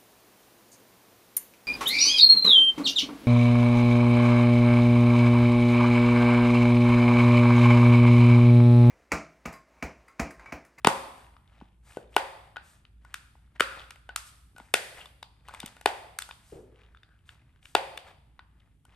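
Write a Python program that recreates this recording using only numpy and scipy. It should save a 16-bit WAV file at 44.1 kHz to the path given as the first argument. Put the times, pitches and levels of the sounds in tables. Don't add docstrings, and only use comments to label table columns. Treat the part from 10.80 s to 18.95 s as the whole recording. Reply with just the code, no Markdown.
import sys
import numpy as np
from scipy import signal
from scipy.fft import rfft, irfft
from scipy.io import wavfile
from scipy.ndimage import uniform_filter1d

SR = 44100
rng = np.random.default_rng(int(sys.argv[2]) if len(sys.argv) > 2 else 0)


def generate_wav(signal):
    frames = np.transpose(np.atleast_2d(signal))
    scaled = np.clip(frames, -1, 1) * 32767
    pcm = np.round(scaled).astype(np.int16)
    wavfile.write(sys.argv[1], SR, pcm)


N = 359415
FREQ = np.maximum(np.arange(N // 2 + 1) * SR / N, 1)
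BLOW_TIME = np.arange(2048) / SR
DIRECT, WALL_HOLLOW, WALL_DISC, WALL_CRACK = range(4)
ROOM_GAP_S, BLUR_T60_S = .007, .005


def undb(db):
    return 10 ** (np.asarray(db) / 20)


def unit(x):
    return x / np.sqrt(np.mean(x ** 2))


def spectrum(table):
    hz, value = np.transpose(table)
    return np.interp(np.log(FREQ), np.log(hz), value)


def band(x, lo_hz, hi_hz):
    return signal.sosfilt(signal.butter(2, [lo_hz, hi_hz], "bandpass", fs=SR, output="sos"), x)


def ring(t, hz, t60):
    return np.sin(2 * np.pi * hz * t) * np.exp(-np.log(1000) * t / t60)


def pulse(peak_s):
    return BLOW_TIME / peak_s * np.exp(1 - BLOW_TIME / peak_s)


def add(out, start, sound):
    i = int(start * SR)
    out[i:i + len(sound)] += sound[:N - i]


# frequency in Hz, coherence between left and right from 0 to 1.
COHERENCE = [(60, 0.97), (130, 0.95), (290, 1), (1400, 0), (3100, 0.4), (6800, 0.09), (9000, 0.4)]
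def diffuse(gain):
    alike = spectrum(COHERENCE)
    mid, side = rfft(rng.standard_normal((2, N))) * gain
    channels = mid * np.sqrt(1 + alike) + np.array([[1], [-1]]) * side * np.sqrt(1 - alike)
    return irfft(channels, N) / np.sqrt(2)


# frequency in Hz, relative spectral density in dB.
ROOM_TONE = [(25, -20), (39, -14.5), (64, -5), (125, -9.5), (231, -22.5), (264, -22.5), (1090, -56.5),
             (3350, -45), (4620, -61.5), (11500, -54), (15000, -76)]
def background(hum_hz=57.2, hum_width_hz=4):
    hum = undb(-65.5) * unit(diffuse(1 / (1 + (2 * (FREQ - hum_hz) / hum_width_hz) ** 2)))
    tone = undb(-66.5) * unit(diffuse(undb(spectrum(ROOM_TONE))))
    hiss = undb(-90.5) * rng.standard_normal((2, N))
    return tone + hum + hiss


def rubber_crack(out, start, db):
    envelope = pulse(peak_s=.0013)
    grit = band(rng.standard_normal(len(envelope)), 2000, 12000)
    impulse = band((BLOW_TIME == 0) * np.linalg.norm(envelope), 1000, 11000)
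    add(out[DIRECT], start - .001, undb(db) * grit * envelope)
    add(out[WALL_CRACK], start - .0005, undb(db + 3.5) * impulse)


# mode frequency in Hz, relative level in dB, time to decay by 60 dB in seconds.
DISC_MODES = [(1467, -4, 0.054), (1950, -1, 0.0056), (2470, 8, 0.0038), (2980, 3.5, 0.0079),
              (3534, 2.5, 0.014), (4740, -0.5, 0.0049)]
def disc_rattle(out, start, db, spot_hz, grip_detune=.015):
    modes = blurred = 0
    for k, (hz, mode_db, t60) in enumerate(DISC_MODES):
        octaves = abs(np.log2(hz / spot_hz))
        gripped_hz = hz * (1 + grip_detune * rng.standard_normal())
        modes += undb(mode_db - 20 * octaves) * ring(BLOW_TIME, gripped_hz, t60)
        blurred += (-1) ** k * undb(-9 * octaves) * ring(BLOW_TIME, hz, BLUR_T60_S)
    jolts = rng.standard_normal(len(BLOW_TIME)) * pulse(peak_s=.0016) ** 2
    rattle = band(signal.fftconvolve(jolts, modes)[:len(jolts)], 1400, 5300)
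    rattle *= undb(db) / np.abs(rattle).max()
    blurred *= undb(-1.5) * np.linalg.norm(rattle) / np.linalg.norm(blurred)
    add(out[DIRECT], start - .0005, rattle)
    add(out[WALL_DISC], start - .0005, blurred)


def blow(out, start, db, hollow_hz, disc_db, crack_db, spot_hz):
    rubber_crack(out, start, db + crack_db)
    disc_rattle(out, start, db + disc_db, spot_hz)
    hollow = ring(BLOW_TIME, hollow_hz, t60=.0068) * (1 - np.exp(-BLOW_TIME / .00045)) ** 2
    for path in (DIRECT, WALL_HOLLOW):
        add(out[path], start, undb(db) * hollow / np.abs(hollow).max())


# start in seconds, level in dB, hollow resonance in Hz, disc and crack levels in dB,
# favoured disc pitch in Hz, low ring in dB. Disc, crack and low ring are relative to the level.
DOME_POPS = [(0.047, -14, 950, 1, -19, 2285, -36), (0.071, -3, 957, -7, -16, 1994, -35.5),
             (1.365, -8.5, 880, -2, -19, 1950, -35.5), (2.798, -28, 1485, 7.5, -11, 2000, -40),
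             (2.806, -9.5, 1408, -2, -16.5, 2190, -39.5), (3.94, -16.5, 643, 8, -2, 2000, -34.5),
             (5.059, -9.5, 797, -1.5, -17.5, 2030, -42), (6.951, -8.5, 802, -1, -19.5, 2186, -33)]
def dome_pops(bend_hz=470, low_hz=530, beat_hz=22):
    out, t = np.zeros((4, N)), np.arange(SR // 2) / SR
    bend = ring(BLOW_TIME, bend_hz, t60=.01) * (1 - np.exp(-BLOW_TIME * bend_hz * 2))
    bend *= undb(-11.5) / np.abs(bend).max()
    low_ring = ring(t, low_hz, t60=.59) + ring(t, low_hz + beat_hz, t60=.59)
    low_ring *= 1 - np.exp(-t / .012)
    for start, db, *timbre, ring_db in DOME_POPS:
        blow(out, start, db, *timbre)
        add(out[DIRECT], start, undb(db + ring_db) * low_ring)
        add(out[DIRECT], start + .002, undb(db) * bend)
        add(out[WALL_HOLLOW], start + .002, undb(db - 7) * bend)
    return out


# start in seconds, level in dB.
HAND_BUMPS = [(0.05, -26), (0.072, -17), (0.821, -40), (3.75, -52.5), (3.805, -48.5), (3.943, -41),
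              (4.838, -34.5)]
def hand_bumps(thud_hz=215):
    out = np.zeros((4, N))
    thud = np.sin(2 * np.pi * thud_hz * BLOW_TIME) * pulse(peak_s=.0016)
    for start, db in HAND_BUMPS:
        add(out[DIRECT], start, undb(db) * thud)
        add(out[WALL_HOLLOW], start, undb(db - 5) * thud)
    return out


# band centre in Hz, level in dB, reverberation time in seconds.
ROOM_BANDS = [(154, -44.5, 0.66), (430, -44, 0.82), (940, -42.5, 0.77), (1800, -42.5, 0.71),
              (3530, -43.5, 0.77), (6840, -45, 0.63), (10300, -49, 0.92)]
def reverberation(*sources):
    t = np.arange(SR) / SR - ROOM_GAP_S
    centres = np.log([row[0] for row in ROOM_BANDS])
    noise, response = rfft(diffuse(0.8)), 0
    onset = np.clip(t * 150, 0, 1) * (1 + 1.7 * np.exp(-t / .019))
    for k, (_, db, t60) in enumerate(ROOM_BANDS):
        share = np.interp(np.log(FREQ), centres, np.arange(len(centres)) == k)
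        echoes = irfft(noise * share, N)[:, :len(sources) * SR].reshape(2, len(sources), SR)
        response += undb(db) * onset * np.exp(-np.log(1000) * t / t60) * echoes
    return signal.fftconvolve(np.array(sources)[None], response, axes=2).sum(axis=1)[:, :N]


def swell(length):
    return np.sin(np.pi * np.linspace(0, 1, int(length * SR)) ** 0.5) ** 4.7


def wander(samples):
    return unit(uniform_filter1d(rng.standard_normal(N), size=samples))


def skin_crackle(ticks_per_s=140, hollow_hz=800):
    released = rng.random(N) < ticks_per_s / SR
    ticks = released * undb(10 + 4 * rng.exponential(size=N).clip(0, 3))
    pitches = [hollow_hz] + [row[0] for row in DISC_MODES[:-1]]
    excited = rng.integers(len(pitches), size=N)
    t = np.arange(512) / SR
    return sum(np.convolve(ticks * (excited == k), ring(t, hz, BLUR_T60_S))[:N]
               for k, hz in enumerate(pitches))


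# start in seconds, length in seconds, rub level in dB, hiss level in dB.
SKIN_SLIDES = [(0.31, 0.35, -71, -74.5), (0.645, 0.43, -75.5, -93), (1.016, 0.39, -68, -69),
               (1.288, 0.28, -70, -75), (1.596, 0.23, -77, -87), (1.796, 0.37, -80, -70),
               (2.744, 0.065, -68.5, -85), (2.884, 0.32, -57, -84.5), (3.444, 0.12, -88.5, -61.5),
               (3.729, 0.41, -73.5, -75.5), (4.13, 0.24, -59.5, -67.5), (4.609, 0.63, -63, -75.5),
               (5.592, 0.46, -78.5, -71), (5.922, 0.39, -74, -101.5), (6.441, 0.24, -75.5, -75),
               (6.8, 0.32, -79, -71), (7.234, 0.18, -62.5, -78), (2.191, 0.42, -76.5, -85),
               (8.059, 0.24, -75.5, -101.5)]
def skin_slides():
    rub, hiss = np.zeros((2, N))
    for start, length, rub_db, hiss_db in SKIN_SLIDES:
        add(rub, start, undb(rub_db) * swell(length))
        add(hiss, start, undb(hiss_db) * swell(length))
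    rub += undb(-87 + 4 * wander(samples=5000))
    grip = undb(3 * wander(samples=300))
    low_noise = unit(band(rng.standard_normal(N), 500, 2300))
    high_noise = unit(band(rng.standard_normal(N), 2400, 11000))
    return rub * (grip * low_noise + skin_crackle()) + hiss * high_noise


# start in seconds, level in dB, hollow resonance in Hz, disc and crack in dB relative
# to that level, favoured disc pitch in Hz.
FINGER_TAPS = [(0.566, -48.5, 1200, -10, -41, 3000), (0.813, -42.5, 879, -16.5, -45, 1700),
               (1.171, -25, 490, -19, -32.5, 1470), (1.76, -36, 1398, -8, -37, 2900),
               (1.767, -36, 820, 5, -22, 1430), (2.051, -56, 1424, 7.5, -27, 2470),
               (2.249, -48, 1020, -3.5, -16, 1480), (2.342, -30.5, 1480, 0, -6.5, 2300),
               (2.554, -52.5, 874, -19, -40.5, 2080), (3.107, -42.5, 1400, 3.5, -4.5, 2340),
               (3.158, -57, 752, 7.5, -4, 1710), (3.291, -37.5, 773, 1.5, -23.5, 1450),
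               (3.361, -25.5, 1330, -2.5, -0.5, 2750), (3.763, -52.5, 773, 5, -12.5, 1450),
               (3.782, -47.5, 790, 2, -5, 1480), (3.8, -40, 873, -7.5, -29.5, 1480),
               (4.257, -44.5, 1100, 1.5, -9.5, 3500), (4.428, -36.5, 940, 0, -15.5, 3860),
               (4.685, -37, 1020, -5.5, -16.5, 1800), (4.692, -40.5, 980, -4, -23, 1610),
               (4.739, -36, 990, -11.5, -15, 2560), (4.747, -41, 1060, 2, -9.5, 1900),
               (4.802, -42.5, 2190, 11, 2, 3700), (4.831, -37.5, 860, -7, -33.5, 1570),
               (4.861, -47.5, 926, 8.5, 8.5, 2960), (4.878, -55.5, 1430, 9.5, -1, 3300),
               (4.966, -50, 710, 2, -10.5, 1570), (5.012, -46, 790, 2.5, -5, 1980),
               (5.388, -29, 1438, -7, 0, 2840), (5.421, -40.5, 1500, 7.5, 3, 3530),
               (5.49, -42, 890, -3, -12, 1530), (5.51, -39, 1030, 4, -38, 3500),
               (6.148, -47.5, 1429, -13, -31, 3800), (6.171, -56, 1430, -1, -27.5, 3410),
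               (6.232, -51.5, 1560, 1, -23, 3890), (6.491, -52, 1540, 13, -17, 2440),
               (6.828, -67, 1486, 14.5, -10.5, 2400), (6.855, -55.5, 1640, 13.5, -3, 2350),
               (7.175, -41.5, 630, 11.5, -4, 2770), (7.592, -41.5, 1040, -2, -37, 1624),
               (8.052, -56, 940, -1, -5, 1396)]
def finger_taps():
    out = np.zeros((4, N))
    for tap in FINGER_TAPS:
        blow(out, *tap)
    return out


# start in seconds, length in seconds, pitch in Hz, level in dB.
SKIN_SQUEAKS = [(4.202, 0.041, 3014, -49.5), (6.252, 0.23, 1500, -73.5)]
def skin_squeaks(q=5):
    out = np.zeros(N)
    for start, length, hz, db in SKIN_SQUEAKS:
        noise = band(rng.standard_normal(int(length * SR)), hz * (1 - .5 / q), hz * (1 + .5 / q))
        add(out, start, undb(db) * swell(length) * unit(noise))
    return out


# arrival in seconds, level in dB, pitch in Hz.
FAR_KNOCKS = [(5.72, -21, 424), (5.747, -26, 400), (5.775, -28.5, 385)]
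def far_knocks():
    out = np.zeros(N)
    for arrival, db, hz in FAR_KNOCKS:
        add(out, arrival - ROOM_GAP_S, undb(db) * ring(BLOW_TIME, hz, t60=.019))
    return out


# frequency in Hz, left minus right level of the near sound in dB.
NEAR_BALANCE = [(100, .3), (500, 1.8), (2000, 3.6), (5000, 3.6), (9000, 0)]
def scene(table_lag_s=.0024, table_db=-22.5):
    blows = dome_pops() + hand_bumps() + finger_taps()
    bass_loss = signal.butter(2, 110, "highpass", fs=SR, output="sos")
    direct, hollow, disc, crack = signal.sosfilt(bass_loss, blows)
    skin = skin_slides() + skin_squeaks()
    close = direct + skin
    reflection = undb(table_db) * np.interp(np.arange(N) - table_lag_s * SR, np.arange(N), close)
    balance = undb(np.array([[.5], [-.5]]) * spectrum(NEAR_BALANCE))
    near = irfft(rfft(close + reflection) * balance, N)
    return near + reverberation(hollow + far_knocks(), disc + skin, crack) + background()


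# frequency in Hz, microphone gain in dB.
MIC_RESPONSE = [(6300, 4), (9000, 9.5), (12200, 6.5), (13200, -14.5), (16000, -18)]
# frequency in Hz, phase lead of the left channel in radians.
PHASE_LEAD = [(700, 0), (1900, .5), (3100, 1.1), (5500, .5), (7600, 1.2), (9000, -1.0), (10300, -3.2),
              (13000, -8.1), (16000, -12.9)]
def record(dry, ceiling=.92, cutoff_hz=16300):
    phase = np.exp(.5j * np.array([[1], [-1]]) * spectrum(PHASE_LEAD))
    coloured = irfft(rfft(dry) * phase * undb(spectrum(MIC_RESPONSE)), N)
    rounded = ceiling * np.tanh(coloured / ceiling)
    return signal.sosfilt(signal.ellip(8, .2, 70, cutoff_hz, fs=SR, output="sos"), rounded)


dry = scene()
out = record(dry)
generate_wav(out)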